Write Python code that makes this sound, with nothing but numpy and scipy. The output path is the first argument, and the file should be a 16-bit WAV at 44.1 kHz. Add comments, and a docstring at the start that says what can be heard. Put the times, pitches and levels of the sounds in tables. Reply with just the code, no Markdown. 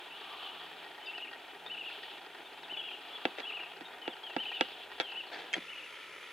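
"""Young elk locking antlers

Two young bull elk push with locked antlers in a paddock while small birds chirp in the trees.
Knocks and a clack are sets of ringing tones; scrapes, whirr and far-off twitter are shaped noise.
Bird calls are near-pure tones with moving pitch, followed by an echo. Light double ticks run over the whirr.
After a last sharp clack the ticking stops and the whirr turns thinner and faster."""
import sys
import numpy as np
from scipy import signal
from scipy.fft import rfft, irfft
from scipy.io import wavfile

SR = 44100
rng = np.random.default_rng(int(sys.argv[2]) if len(sys.argv) > 2 else 0)


def output_pcm(signal):
    """Save a mono or channel-first signal as 16-bit PCM at the path in sys.argv[1].

    Samples are clipped to [-1, 1] before scaling.
    """
    pcm = np.clip(np.atleast_2d(signal).T, -1, 1) * 32767
    wavfile.write(sys.argv[1], SR, np.round(pcm).astype(np.int16))


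N = 278712
TIME = np.arange(N) / SR
BINS = np.fft.rfftfreq(N, 1 / SR)

# Level of the distant birds, which blur into a twitter: (time [s], level before a shared trim [dB])
TWITTER_LEVEL = [(0, -51.5), (0.42, -46), (1.0, -53.5), (1.65, -54.5), (1.92, -47), (2.15, -49),
                 (2.35, -54), (2.85, -52), (3.0, -49.5), (3.2, -48), (3.65, -52), (3.95, -57.5),
                 (4.3, -52.5), (4.55, -47), (4.85, -50), (6.32, -53.5)]
# Tone colour of that twitter: (frequency [Hz], relative level [dB])
TWITTER_COLOUR = [(1900, -30), (2400, -3), (2900, 2), (3400, 2), (3900, -6), (4500, -14), (6000, -34.5)]
# A faint far-off drone that comes and goes: (time [s], level [dB])
DRONE_LEVEL = [(0, -82), (0.15, -60), (0.35, -49.5), (0.6, -55.5), (0.95, -75), (2.8, -89), (3.1, -58),
               (3.6, -57.5), (4.0, -81), (6.32, -78)]
# Low hum bands: (frequency [Hz], width [Hz], level [dB])
HUM_BANDS = [(62.7, 4.6, -87.5), (167.8, 4.9, -79.5)]
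# Tone colour of the steady hiss: (frequency [Hz], relative level [dB])
HISS_COLOUR = [(20, -6), (45, -13), (90, 10.5), (160, 11), (400, -6.5), (5000, 7.5), (9000, 4.5),
               (13000, 0.5), (16000, -6)]

# How alike the two sides of every noise are: (frequency [Hz], likeness [0 to 1])
SIDE_LIKENESS = [(60, 0.88), (110, 1), (200, 0.97), (380, 0.86), (700, 0.91), (1290, 0.95), (2380, 0.88),
                 (4400, 0.83), (8120, 0.65), (15000, 1)]
# Which side of the noise is louder: (frequency [Hz], left minus right [dB])
SIDE_LEAN = [(60, -1), (110, 0), (200, 1.5), (380, 1.5), (700, -1.5), (1290, 2), (2380, 0.5), (4400, 1),
             (8120, -1), (15000, 1)]
# How far the left side of the noise runs ahead: (frequency [Hz], phase lead [radians])
LEFT_LEAD = [(200, 0), (430, -0.22), (1000, 0.056), (3300, -0.014), (5500, 1), (8000, 0.12)]

# Tone colour of the whirr before the last clack: (frequency [Hz], relative level [dB])
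SLOW_WHIRR_COLOUR = [(120, -34), (240, -10.5), (310, -7.5), (400, -2), (540, -9), (700, -1.5), (850, 0),
                     (1150, -8.5), (1550, -6.5), (1950, -10), (2500, -7), (3600, -30), (4600, -28),
                     (6500, -39)]
# Tone colour of the whirr after it: (frequency [Hz], relative level [dB])
FAST_WHIRR_COLOUR = [(120, -24.5), (250, -8), (350, -2), (560, -2.5), (740, -10), (1000, -1), (1170, -4),
                     (1340, 3.5), (1550, -6.5), (1750, 0), (2400, 3), (3500, -29), (4400, -14.5),
                     (6500, -21.5)]
# Thin whines above the fast whirr: (frequency [Hz], width [Hz], level [dB])
WHINES = [(6460, 350, -80), (7760, 410, -84), (10400, 1000, -74)]
SWITCH_S = 5.535  # when the whirr changes
# The loudest ticks: (time [s], level before a shared lift [dB])
LOUD_TICKS = [(0.613, -36.5), (0.844, -39.5), (1.18, -37), (1.3304, -35), (1.6636, -37.5), (1.8993, -37.5),
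              (2.0313, -37), (2.264, -37), (2.348, -36.5), (3.6324, -39), (4.2323, -38.5), (4.5166, -33.5),
              (4.9167, -35), (5.119, -37)]
# What a tick rings with: (frequency [Hz], width [Hz], relative level [dB], right side's lead [radians])
TICK_MODES = [(409, 64, -2.5, -0.42), (720, 59, -1.5, 0.78), (975, 115, -3, 0.38), (1164, 77, -8, 0.54),
              (1423, 61, -2, 0.56), (1565, 54, -3, 1), (1877, 45, 4.5, -0.49), (2530, 250, -14.5, 0.49),
              (3264, 104, -6.5, -0.21), (3470, 99, -19, 0.58), (4150, 61, -9, -0.25),
              (4700, 280, -13, -1.9)]
STEP_HZ, FIRST_STEP_S = 59.94, 0.0122  # clock of the small motor that ticks

# A songbird repeats one phrase of arched notes:
# (time [s], length [s], top of the first arch [Hz], level of the first note [dB])
PHRASES = [(1.13, 0.17, 2950, -44.5), (1.696, 0.234, 3004, -42.5), (2.695, 0.26, 3067, -43),
           (3.449, 0.22, 2965, -41.5), (4.381, .255, 3110, -40), (5.155, 0.064, 3000, -39),
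           (5.678, 0.2, 2966, -48.5)]
NOTE_S, NOTE_EVERY_S = 0.061, 0.07  # length and spacing of the notes in a phrase
ARCH_HZ = 475  # each note climbs this far to its top and falls back
NOTE_DROP_HZ, NOTE_FADE_DB = 65.5, -1.38  # each note is lower and softer than the one before
WARBLE_HZ, WARBLE_S = 290, 0.021  # opening warble of the later notes: depth, and time to settle
# Single sliding whistled notes, mostly from other birds; the one at 1.068 s is the songbird's lead note before
# its phrase: (time [s], length [s], start pitch [Hz], glide [Hz per s], warble depth [Hz], level [dB])
WHISTLES = [(0.105, .07, 2570, 6800, 5, -53), (0.418, 0.093, 3114, -2600, 35, -49.5),
            (1.019, 0.083, 3060, -1000, 5, -53.5), (1.068, 0.043, 2686, 800, 57, -46),
            (2.764, 0.057, 3436, -3600, 10, -45.5), (2.821, 0.123, 3366, -1800, 88, -49.5),
            (3.132, 0.043, 3436, -1700, 30, -44), (3.43, 0.029, 3350, -2200, 5, -44.5),
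            (4.014, 0.084, 3085, -3800, 81, -48.5), (4.099, 0.047, 3650, -16000, 69, -50),
            (4.234, 0.046, 3290, -2400, 5, -47), (4.261, 0.066, 3085, -6600, 10, -48.5),
            (5.006, .059, 3380, -4500, 15, -46), (5.062, 0.103, 2925, -2100, 190, -45.5),
            (5.272, 0.034, 4260, -7500, 160, -58)]
# Short, high chips: (time [s], middle pitch [Hz], glide [Hz per s], level [dB])
CHIPS = [(1.057, 3630, -16000, -50), (1.06, 4800, -22000, -56), (1.662, 3650, 8000, -44),
         (2.455, 3580, 0, -54), (2.635, 3580, -30000, -51), (3.852, 3700, -5000, -48.5),
         (4.57, 3580, 0, -49), (5.332, 4480, 29992, -53.5)]
CHIP_S, CHIP_WARBLE_HZ = 0.0207, 50
# Fainter birds call at random times and pitches, each gliding up or down by a random amount
FAR_PER_S, FAR_DB, FAR_S = 4, -58.5, 0.054  # calls per second, level, length
FAR_LOW_HZ, FAR_HIGH_HZ = 2750, 3300
FAR_GLIDE_HZ_PER_S, FAR_WARBLE_HZ = 5930, 35  # largest glide, warble depth

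# Rough sliding contacts around the knocks: (time [s], length [s], level at the start [dB])
SCRAPES = [(3.38, 0.027, -44), (5.006, 0.011, -35), (5.321, .15, -42.5), (5.547, 0.031, -43)]
# Tone colour of a scrape: (frequency [Hz], relative level [dB])
SCRAPE_COLOUR = [(88, -58), (150, -18), (396, -2), (726, -1), (1210, -11.5), (1600, -0.5), (2720, -6.5),
                 (3030, -33), (3320, -5.5), (5360, -22), (12000, -48), (15600, -74), (22000, -120)]
SCRAPE_RISE_S, SCRAPE_SAG_DB_PER_S, SCRAPE_RELEASE_S = 0.0035, -35, 0.0053

# Hard knocks and their rattles:
# (time [s], level [dB], brightness [dB per octave], left minus right [dB])
KNOCKS = [(3.2534, -11, -0.5, -2), (3.384, -29.5, -0.5, 6), (3.3859, -31.5, 1.5, 2), (3.3976, -29, 1.5, 0),
          (3.402, -27.5, 3, -6), (3.8087, -32, -0.5, -5), (3.8153, -39, -14, 2), (3.8235, -49, -2, -2),
          (4.0784, -21, -2, -1), (4.365, -17.5, -2, -4), (4.6098, -7.5, 1, -3), (5, -12, 2.5, -3.5),
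          (5.0061, -28, 2, 14), (5.0088, -25, 9, 4), (5.0102, -26, 6, -4), (5.0156, -26, 2.5, 1),
          (5.5648, -27.5, -3, 1), (5.5701, -34.5, -7, -4), (5.58, -33.5, -18, 1)]
# What a knock rings with: (frequency [Hz], width [Hz], relative level [dB], right side's lead [radians])
BODY_MODES = [(190, 15, -8.5, -0.22), (263, 80, 2.5, -0.1), (344.5, 59, 6, -0.18), (403, 35, -3.5, -0.2),
              (515, 43, 4.5, -0.64), (706, 184, 5.5, 1.28), (899, 93, 3.5, 1.55), (1193, 33, -9.5, -0.12),
              (1344, 52, -1, -0.11), (1615, 41, 2, 1.8), (2030, 78, -7.5, 0.14), (2298, 123, 2.5, -1.64),
              (2665, 61, 2, -0.47), (2900, 140, -32, -0.4), (3380, 162, 0, -0.079), (3700, 210, -5, 1.2),
              (4110, 360, -25.5, 0.36), (4510, 120, -12, -1.5), (5270, 1700, -20, 1.8)]
# The quick contacts of the last, dry clack: (time [s], peak level [dB])
CLACKS = [(5.5305, -26), (5.537, -18), (5.5393, -28.5), (5.5411, -16.5), (5.5437, -35)]
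# What that clack rings with: (frequency [Hz], width [Hz], relative level [dB], right side's lead [radians])
CLACK_MODES = [(398, 110, -12.5, 0.1), (1410, 200, -7, 0.99), (1850, 95, 3, 0.77), (2190, 135, 3.5, -0.72),
               (2660, 170, 2, -0.96), (3000, 160, -6, 0.94), (3225, 53, 7.5, 1.0), (4550, 140, -12, 0.93),
               (5150, 250, -24, -0.11), (6550, 290, -11, 1), (7770, 220, -20, 1), (10400, 1200, -37, 0)]

# Dips in the microphone's response: (frequency [Hz], width [Hz])
MIC_DIPS = [(220, 31), (1085, 90)]
EDGE_HZ = 15850  # top of the microphone's range


def amp(db):
    """Turns decibels into a plain multiplier."""
    return 10 ** (np.asarray(db) / 20)


def unit(x):
    """Scales a sound to an average (rms) strength of 1."""
    return x / np.sqrt(np.mean(x ** 2) + 1e-20)


def read(points, hz=BINS):
    """Reads between the rows of a frequency table, with octaves evenly spaced."""
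    f, value = np.transpose(points)
    return np.interp(np.log(hz + 1), np.log(f + 1), value)


def level(rows):
    """Turns (time, dB) rows into a multiplier for every sample."""
    return amp(np.interp(TIME, *np.transpose(rows)))


def add(mix, s, sound):
    """Mixes a sound in at time s, cutting off what runs past the end."""
    part = mix[..., max(round(s * SR), 0):][..., :sound.shape[-1]]
    part += sound[..., :part.shape[-1]]


def drift(hz):
    """Smooth random motion of rms 1; a higher hz makes it quicker."""
    spectrum = rfft(rng.standard_normal(N))
    return unit(irfft(spectrum * np.exp(-(BINS / hz) ** 2), N))


def noise(colour_db, grain=1):
    """Stereo noise, roughened by a grain envelope and then given its tone colour."""
    first, second = rfft(rng.standard_normal((2, N)) * grain)
    same, lean = np.clip(read(SIDE_LIKENESS), -1, 1), read(SIDE_LEAN)
    # the right side is part shared noise, part its own, and lags by the left side's lead
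    right = same * first + np.sqrt(1 - same ** 2) * second
    right = right * np.exp(-1j * read(LEFT_LEAD))
    sides = np.array([first * amp(lean / 2), right * amp(-lean / 2)])
    return unit(irfft(sides * amp(colour_db), N))


def hump(hz, width):
    """Tone colour in dB of a steep-sided resonance: strongest at hz, falling away on both sides."""
    return -20 * np.log10(1 + (2 * (BINS - hz) / width) ** 2)


def strike(modes, brightness_db, scatter_db, top_hz):
    """One blow: harder contact favours the high tones, and no two blows excite them alike."""
    t = np.arange(SR // 12) / SR
    out = np.zeros((2, len(t)))
    for k, (hz, width, db, lead) in enumerate(modes):
        size, detune = rng.standard_normal(2)
        octaves = np.log2(min(hz, 3500) / 700)
        gain = amp(db + brightness_db * octaves + scatter_db * size) * width
        side_phase = np.array([[-lead], [lead]]) / 2
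        phase = 2 * np.pi * hz * (1 + 0.0011 * detune) * t + side_phase
        sign = (-1) ** (k // 2)
        # a wider resonance dies away sooner
        out += sign * gain * np.exp(-np.pi * width * t) * np.cos(phase)
    out = signal.lfilter(*signal.butter(2, 190, "high", fs=SR), out)
    # the contact takes a finite time, which softens the top
    out = signal.lfilter(*signal.butter(4, min(top_hz, 15000), fs=SR), out)
    return out / abs(out).max()


def echoes(x, t60):
    """Sparse, scattered reflections that die away by 60 dB in t60 seconds."""
    t = np.arange(SR) / SR
    hits = rng.standard_normal((3, SR)) * (rng.random((3, SR)) < 1500 / SR)
    taps = hits * amp(-60 * t / t60) * (t > 0.006)
    tail = taps[0] + 0.24 * taps[1:]  # mostly shared, partly different on each side
    return signal.fftconvolve(x, tail / np.linalg.norm(tail[0]), axes=1)[:, :N]


def background(twitter_db=-2, twitter_swing_db=1.5, hiss_db=-69):
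    """Distant birds, a far drone, a low hum and an even hiss, all made of shaped noise."""
    swing = amp(twitter_db + twitter_swing_db * drift(25))
    twitter = swing * level(TWITTER_LEVEL) * noise(read(TWITTER_COLOUR))
    drone = level(DRONE_LEVEL) * noise(hump(1160, 330))
    hum = sum(amp(db) * noise(hump(hz, width)) for hz, width, db in HUM_BANDS)
    hiss = amp(hiss_db) * noise(read(HISS_COLOUR))
    return twitter + drone + hum + hiss


def whirr(slow_db=-51.5, fast_db=-50, flutter_hz=62, flutter_db=3, grain_db=2.0):
    """A grainy whirr that switches to a fast flutter with thin whines on top."""
    switched = np.clip((TIME - SWITCH_S) / 0.008, 0, 1)
    slow = amp(slow_db) * noise(read(SLOW_WHIRR_COLOUR), amp(grain_db * drift(108)))
    pace_hz = flutter_hz * (1 + 0.1944 * drift(31.6))
    flutter = amp(flutter_db * np.sin(2 * np.pi * np.cumsum(pace_hz) / SR))
    whine = sum(amp(db) * noise(hump(hz, width)) for hz, width, db in WHINES)
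    fast_colour = read(FAST_WHIRR_COLOUR + [(11000, -45)])  # one more row keeps the treble falling
    fast = amp(fast_db) * noise(fast_colour, flutter) + whine
    return (1 - switched) * slow + switched * fast


def ticking(loud_db=1, small_db=-41, spread_db=3.0, rebound_s=0.004, slip_share=0.2):
    """Light double ticks on every second step of a motor's clock, now and then a step late."""
    out = np.zeros((2, N))
    slip, size = rng.random((190, 2)).T
    times = FIRST_STEP_S + np.cumsum(2 + (slip < slip_share)) / STEP_HZ
    sizes_db = small_db + spread_db * (3 * size - 2)
    small = [(s, db) for s, db in zip(times, sizes_db) if s < SWITCH_S]
    loud = [(s, db + loud_db) for s, db in LOUD_TICKS]
    for s, db in small + loud:
        for at in (s, s + rebound_s * rng.uniform(0.696, 1.3)):
            tick = strike(TICK_MODES, brightness_db=0.0, scatter_db=2.5, top_hz=5370)
            add(out, at, amp(db) * tick)
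    return out


def whistle(hz, db):
    """A near-pure note that follows a pitch curve, with soft ends."""
    gate = signal.windows.tukey(len(hz), 0.15)
    return amp(db) * np.sqrt(2) * gate * np.sin(2 * np.pi * np.cumsum(hz) / SR)


def warble(t, rate_hz=62, uneven=0.314):
    """A quick, uneven shake of the pitch, between -1 and 1."""
    pace = np.interp(t, np.linspace(0, t[-1], num=8), rng.standard_normal(8))
    turns = np.cumsum(rate_hz * (1 + uneven * pace)) / SR
    return np.sin(2 * np.pi * (rng.random() + turns))


def glide(length, start_hz, hz_per_s, warble_hz, db):
    """A call that slides straight up or down and warbles on the way."""
    t = np.arange(round(length * SR)) / SR
    return whistle(start_hz + hz_per_s * t + warble_hz * warble(t), db)


def songbird(waver_hz=12, stop_s=0.0019):
    """Each phrase is one clean arch, then warbled arches that sink and fade until the bird breaks off."""
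    out, t = np.zeros(N), np.arange(round(NOTE_S * SR)) / SR
    arch = -ARCH_HZ * (2 * t / NOTE_S - 1) ** 2
    for s, length, top_hz, db in PHRASES:
        for k in range(4):
            start = k * NOTE_EVERY_S
            depth = waver_hz + (k > 0) * WARBLE_HZ * np.exp(-(t / WARBLE_S) ** 2)
            hz = top_hz - k * NOTE_DROP_HZ + arch + depth * warble(t)
            singing = np.clip((length - start - t) / stop_s, 0, 1)
            add(out, s + start, singing * whistle(hz, db + k * NOTE_FADE_DB))
    return out


def birds(flicker_db=2.0, balance_db=1.24):
    """The songbird, sliding whistles, chips and faint far calls, all flickering a little in level."""
    flicker, out = amp(flicker_db * drift(110)), songbird()
    for s, *call in WHISTLES:
        add(out, s, glide(*call))
    for s, middle_hz, hz_per_s, db in CHIPS:
        start_hz = middle_hz - hz_per_s * CHIP_S / 2
        add(out, s, glide(CHIP_S, start_hz, hz_per_s, CHIP_WARBLE_HZ, db))
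    for when, pitch, slope in rng.random((round(FAR_PER_S * N / SR), 3)):
        hz = FAR_LOW_HZ + pitch * (FAR_HIGH_HZ - FAR_LOW_HZ)
        hz_per_s = FAR_GLIDE_HZ_PER_S * (2 * slope - 1)
        add(out, when * N / SR, glide(FAR_S, hz, hz_per_s, FAR_WARBLE_HZ, FAR_DB))
    return out * flicker * amp([[balance_db], [-balance_db]])  # left up, right down


def scrape(grain_db=4):
    """Dense small slips of two rough surfaces: each slide bites quickly, eases off and lets go."""
    pressure = np.zeros(N)
    for s, length, db in SCRAPES:
        t = TIME - s
        rise = np.minimum(t, 0) / SCRAPE_RISE_S
        release = np.maximum(t - length, 0) / SCRAPE_RELEASE_S
        sag_db = SCRAPE_SAG_DB_PER_S * np.clip(t, 0, length)
        pressure += np.exp(rise - release) * amp(db + sag_db)
    return pressure * noise(read(SCRAPE_COLOUR), amp(grain_db * drift(270)))


def crack(t60=0.05, low_hz=5000):
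    """The brief, bright grit of two hard surfaces meeting: a fading burst of high noise."""
    t = np.arange(SR // 25) / SR
    grit = rng.standard_normal((2, len(t))) * amp(-60 * t / t60)
    return signal.lfilter(*signal.butter(1, [low_hz, 9000], "band", fs=SR), grit)


def knocks(crack_db=-39):
    """Hollow knocks that all ring the same body, and one drier, brighter clack near the end."""
    out = np.zeros((2, N))
    for s, db, brightness_db, pan_db in KNOCKS:
        sides = amp(db + np.array([[pan_db], [-pan_db]]) / 2)
        add(out, s, sides * strike(BODY_MODES, brightness_db, scatter_db=2, top_hz=5200))
        add(out, s, sides * amp(crack_db + brightness_db) * crack())
    for s, db in CLACKS:
        add(out, s, amp(db) * strike(CLACK_MODES, brightness_db=1.5, scatter_db=5.5, top_hz=8700))
    return out


def scene(echo_db=-9, knock_echo_db=-19):
    """Near knocks have only a brief tail; the birds carry the echo of the trees."""
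    blows, song = knocks(), birds()
    song_tail = amp(echo_db) * echoes(song, t60=0.71)
    knock_tail = amp(knock_echo_db) * echoes(blows, t60=0.14)
    return background() + whirr() + ticking() + song + song_tail + scrape() + blows + knock_tail


def record(dry):
    """Two narrow dips of the microphone, then its upper limit."""
    for hz, width in MIC_DIPS:
        dry = signal.lfilter(*signal.iirnotch(hz, hz / width, SR), dry)
    limit = signal.firwin(511, EDGE_HZ, window=("kaiser", 9), fs=SR)
    return signal.oaconvolve(dry, limit[None], "same")


dry = scene()
out = record(dry)
output_pcm(out)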